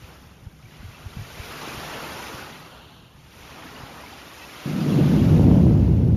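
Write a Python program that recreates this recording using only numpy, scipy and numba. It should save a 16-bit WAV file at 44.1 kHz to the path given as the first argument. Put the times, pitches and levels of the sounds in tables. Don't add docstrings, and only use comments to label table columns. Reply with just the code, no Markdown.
import sys
import numpy as np
from scipy import signal
from scipy.fft import rfft, irfft
from scipy.io import wavfile
from scipy.ndimage import uniform_filter1d
from numba import njit

SR = 44100
rng = np.random.default_rng(int(sys.argv[2]) if len(sys.argv) > 2 else 0)


def generate_wav(sig):
    pcm = np.round(np.clip(np.atleast_2d(sig).T, -1, 1) * 32767).astype(np.int16)
    wavfile.write(sys.argv[1], SR, pcm)


N = 271656
TIME = np.arange(N) / SR
ARRIVAL_S = 4.653

# frequency in Hz, relative density in dB per Hz.
ROAR_SPECTRUM = [(60, -49), (100, -11), (135, 2), (170, 2), (240, -3), (340, -10), (450, -19.5), (700, -37)]
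# frequency in Hz, relative density in dB per Hz.
RUMBLE_SPECTRUM = [(22, -43), (32, -19.5), (48, -18), (65, -2.5), (85, -1.5), (110, 1), (150, -5.5),
                   (260, -27)]
# frequency in Hz, relative density in dB per Hz.
CRACKLE_SPECTRUM = [(250, -20), (420, 2.5), (550, 4), (750, -4), (1000, -9), (1500, -46), (3000, -51)]
# time in seconds, level in dB.
ROAR_LEVEL = [(4.655, -28), (4.75, -21.5), (4.94, -18.3), (5.0, -15.5), (5.2, -17), (5.37, -13.5),
              (5.54, -12.5), (5.93, -21), (6.16, -22)]


def rocket():
    roar_db, = in_time(ROAR_LEVEL)
    roar_shocks = evened(coloured(clicks(per_s=700, spread_db=1.5), ROAR_SPECTRUM), span_s=0.023)
    roar = from_db(roar_db + 0.75 * drift(18)) * roar_shocks

    held_db, build_s, rise_db_per_s = -15.5, 0.69, 49
    rumble_db = held_db - rise_db_per_s * np.maximum(ARRIVAL_S + build_s - TIME, 0)
    rumble_shocks = evened(coloured(clicks(per_s=400, spread_db=2), RUMBLE_SPECTRUM), span_s=0.027)
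    rumble = from_db(rumble_db) * rumble_shocks

    crackle_peak_db, follow = -31, 1.07
    crackle_db = crackle_peak_db + follow * (roar_db - roar_db.max())
    crackle_shocks = evened(coloured(clicks(per_s=1000, spread_db=2.2), CRACKLE_SPECTRUM), span_s=0.021)
    crackle = from_db(crackle_db) * crackle_shocks

    arrived = np.sin(np.pi / 2 * np.clip((TIME - ARRIVAL_S) / 0.0021, 0, 1)) ** 2
    no_bass = signal.butter(4, 95, "high", fs=SR, output="sos")
    upper = signal.sosfilt(no_bass, arrived * (roar + crackle))
    return upper + arrived * rumble + strong_shocks(length_s=.0011, low_cut_hz=110)


# time of the jump in seconds, peak level in dB before
# the air and the microphone filter it, sharpness of the front as a low-pass corner in Hz.
SHOCKS = [(4.659, -14, 300), (4.742, -13, 260), (4.913, -7, 260), (5.011, -2, 296), (5.138, -7, 220),
          (5.216, -2, 282), (5.395, -10, 870), (5.442, -11, 750), (5.514, -10.5, 1000), (5.557, -13, 850),
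          (5.586, -13, 845), (5.667, -14.5, 776), (5.711, -16, 850), (5.725, 0.5, 220), (5.811, -2, 200),
          (5.981, -2, 180)]


def strong_shocks(length_s, low_cut_hz):
    out = np.zeros(N)
    for s, db, front_hz in SHOCKS:
        wave = np.sign(TIME - s) * np.exp(-np.minimum(np.abs(TIME - s) / length_s, 20))
        air = signal.butter(4, front_hz, fs=SR, output="sos")
        out += from_db(db) * signal.sosfilt(air, wave)
    microphone = signal.butter(2, low_cut_hz, "high", fs=SR, output="sos")
    return signal.sosfilt(microphone, out)


# frequency in Hz, relative density in dB per Hz.
CHURN_SPECTRUM = [(100, -3), (210, 2.5), (400, 0), (600, -1), (880, 0.5), (1400, -1.5), (2000, -11),
                  (3500, -22.5)]
# frequency in Hz, relative density in dB per Hz.
WASH_SPECTRUM = [(900, -35.5), (1900, -3), (2700, 0), (3600, -4.5), (4800, -7.5), (7000, -22)]
# frequency in Hz, relative density in dB per Hz.
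FOAM_SPECTRUM = [(1500, 7.5), (3500, -18), (5500, 6), (6600, 4.5), (7500, -2), (9500, 1.5), (13500, 1.5)]
# frequency in Hz, relative density in dB per Hz.
DRAINING_SPECTRUM = [(2200, -20), (2700, 4), (3100, 3), (3450, -0.5), (3900, -2), (4500, -4), (5200, -34.5)]
# time of breaking in seconds, wash, churn and foam levels at the crest
# in dB, attack in seconds, hold in seconds, fall of the wash and churn in dB per second.
WAVES = [(0.01, -52.5, -48, -57, 0.34, .1, 27.5), (0.69, -56, -51, -61, .25, .45, 22),
         (1.48, -41, -36, -45.5, 0.78, .86, 26), (3.388, -48.5, -43, -54.3, 0.33, 0.8, 20),
         (4.668, -42.5, -38, -47, 1.16, .62, 15.5)]


def surf():
    churn_lag_s = 0.064
    foam_fades_faster = 1.16
    churning, washing, foaming = from_db([-69, -74, -66]) ** 2
    for s, wash_db, churn_db, foam_db, attack_s, hold_s, fall in WAVES:
        churning = churning + surge(s + churn_lag_s, churn_db, attack_s, hold_s, crest_db=3.2, fall_db_per_s=fall)
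        washing = washing + surge(s, wash_db, attack_s, hold_s, crest_db=1.8, fall_db_per_s=fall)
        foam_fall = fall * foam_fades_faster
        foaming = foaming + surge(s, foam_db, attack_s, hold_s, crest_db=1.3, fall_db_per_s=foam_fall)
    draining = surge(2.64, db=-54, attack_s=0.12, hold_s=0.37, crest_db=1.5, fall_db_per_s=55)
    draining_share = np.clip(draining / washing, 0, .8)

    grains = bubbles(per_s=3000, spread_db=3.5, cycles=139, rise=0.0087)
    churn = np.sqrt(churning) * water(CHURN_SPECTRUM, grains, bubble_db=-4.5, flutter_db=0.64)
    wash_power = washing * (1 - draining_share)
    wash = np.sqrt(wash_power) * water(WASH_SPECTRUM, grains, bubble_db=-6.5, flutter_db=0.49)
    backwash = np.sqrt(draining) * water(DRAINING_SPECTRUM, grains, bubble_db=-9, flutter_db=.3)
    foam = np.sqrt(foaming) * water(FOAM_SPECTRUM, grains, bubble_db=-10, flutter_db=0.5)
    return churn + wash + backwash + foam


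def surge(start_s, db, attack_s, hold_s, crest_db, fall_db_per_s):
    age = TIME - start_s
    climb_db = 20 * np.minimum(age / attack_s, 0)
    arch = np.sin(np.pi * np.clip(age / hold_s, 0, 1) ** 0.78)
    fall_db = fall_db_per_s * np.maximum(age - hold_s, 0)
    return from_db(db + climb_db + crest_db * (arch - 1) - fall_db) ** 2


def water(spectrum, grains, bubble_db, flutter_db):
    rush = rng.standard_normal(N) + from_db(bubble_db) * grains
    return coloured(rush, spectrum) * from_db(flutter_db * drift(15.4))


def bubbles(per_s, spread_db, cycles, rise):
    when, pitch, strength = rng.random((int(per_s * N / SR), 3)).T
    lowest, highest = np.sqrt(250), np.sqrt(13000)
    hz = (lowest + pitch * (highest - lowest)) ** 2
    sizes = hz ** .75 * from_db(spread_db * np.minimum(-np.log(1 - strength), 3.5))
    starts = (when * N).astype(np.int64)
    turns = 2 * np.pi * hz / SR
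    decays = np.log(1000) * hz / (cycles * SR)
    out = np.zeros(N)
    add(out, starts, sizes, turns, decays, rise)
    return rms_one(out)


@njit
def add(out, starts, sizes, turns, decays, rise):
    for start, size, turn, decay in zip(starts, sizes, turns, decays):
        for i in range(min(int(4 / decay), len(out) - start)):
            age = i * decay
            out[start + i] += size * np.exp(-age) * np.sin(turn * i * (1 + rise * age))


# start in seconds, starting pitch in Hz,
# level in dB before the swell shapes it.
PLOPS = [(.656, 2280, -45), (.946, 2630, -40), (1.128, 1320, -40), (1.674, 301, -24), (3.653, 301, -30.5),
         (3.763, 2800, -38), (4.036, 947, -35), (4.062, 2220, -36), (4.129, 775, -31.5)]


def plops(ring_s, rise_per_s):
    out = np.zeros(N)
    for s, hz, db in PLOPS:
        age = np.clip(TIME - s, 0, .15)
        swell = (1 - np.exp(-age * hz)) * np.exp(-age / ring_s)
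        cycles = hz * age * (1 + rise_per_s * age)
        out += from_db(db) * swell * np.sin(2 * np.pi * cycles)
    return out


# time in seconds, level in dB.
BREEZE_LEVEL = [(0, -47), (.6, -50), (1.3, -46), (1.9, -44.5), (2.8, -50), (3.8, -48.5), (4.3, -51.5),
                (6.16, -55)]
# frequency in Hz, relative density in dB per Hz.
BREEZE_SPECTRUM = [(22, -23), (33, -7.5), (48, -12.5), (65, 2.5), (100, -5.5), (150, 0), (200, -8),
                   (320, -15), (600, -24.5)]


def wind():
    breeze_db, = in_time(BREEZE_LEVEL)
    turbulence = evened(coloured(rng.standard_normal(N), BREEZE_SPECTRUM), span_s=0.099)
    breeze = turbulence * from_db(breeze_db + 1.0 * drift(13))
    return breeze + buffets(sag=.35, push_db=-9, push_s=0.0087)


# middle in seconds, peak level of the wobble in dB,
# pitch at the middle in Hz, half length in seconds.
BUFFETS = [(.042, -35.5, 91, .011), (0.431, -35, 100, .0072), (.472, -27.5, 105, .0077),
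           (0.649, -36, 114, 0.018), (.807, -35.5, 65, 0.016), (.834, -35.5, 200.7, .0063),
           (.854, -29, 90, 0.017), (.892, -32.5, 108, .01), (1.066, -27.5, 99, 0.013),
           (1.172, -24, 149.3, 0.0045), (1.199, -23.5, 100, .01), (1.222, -29.5, 125, .014),
           (1.402, -26.5, 91, 0.0084), (1.778, -30, 106, .0056), (2.349, -33, 120, .01),
           (3.838, -32, 121, .01)]


def buffets(sag, push_db, push_s):
    out = np.zeros(N)
    start_phases = rng.uniform(0, 2 * np.pi, len(BUFFETS))
    for (s, db, hz, length), start_phase in zip(BUFFETS, start_phases):
        age = (TIME - s) / length
        swell = np.exp(1 - np.hypot(1, 2.0 * age))
        phase = 2 * np.pi * np.cumsum(hz * (1 - sag * np.tanh(age / 2))) / SR
        passing = (TIME - s - length / 2) / push_s
        push = np.sin(np.pi * passing) * np.exp(-np.minimum(passing ** 2 / 2, 20))
        out += from_db(db) * (swell * np.sin(start_phase + phase) + from_db(push_db) * push)
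    return out


def from_db(db):
    return 10 ** (np.asarray(db) / 20)


def rms_one(x):
    return x / np.sqrt(np.mean(x ** 2) + 1e-20)


def in_time(rows):
    s, *columns = np.transpose(rows)
    return [np.interp(TIME, s, c) for c in columns]


def coloured(x, spectrum):
    hz, db = np.transpose(spectrum)
    octave = np.log2(np.maximum(np.arange(N // 2 + 1) * SR / N, 1))
    points = np.log2(hz)
    outside = np.abs(octave - np.clip(octave, points[0], points[-1]))
    gain = from_db(np.interp(octave, points, db) - 24 * outside)
    return rms_one(irfft(rfft(x) * gain, N))


def drift(rate_hz):
    r = np.exp(-80 * np.pi * rate_hz / SR)
    noise = rng.standard_normal(N // 40 + 2002)
    slow = signal.lfilter([1], [1, -2 * r, r * r], noise)[2000:]
    return np.interp(np.arange(N) / 40, np.arange(len(slow)), rms_one(slow))


def evened(x, span_s):
    size = max(int(span_s * SR), 2)
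    power = uniform_filter1d(uniform_filter1d(x * x, size), size)
    return x / np.sqrt(power + 1e-9)


def clicks(per_s, spread_db):
    strength_db = spread_db * np.minimum(rng.exponential(1, N), 4)
    sizes = from_db(strength_db) * rng.choice([-1, 1], N)
    return sizes * (rng.random(N) < per_s / SR)


def scene():
    shore = surf() + plops(ring_s=.007, rise_per_s=2.0)
    return (shore + wind() + rocket())[None]


def record(dry):
    rounded = 0.87 * np.tanh(dry / 0.93)
    gap = signal.ellip(5, .3, 34, (7520, 8900), "bandstop", fs=SR, output="sos")
    top = signal.ellip(12, .2, 60, 13800, fs=SR, output="sos")
    return signal.sosfilt(np.vstack([gap, top]), rounded)


dry = scene()
out = record(dry)
generate_wav(out)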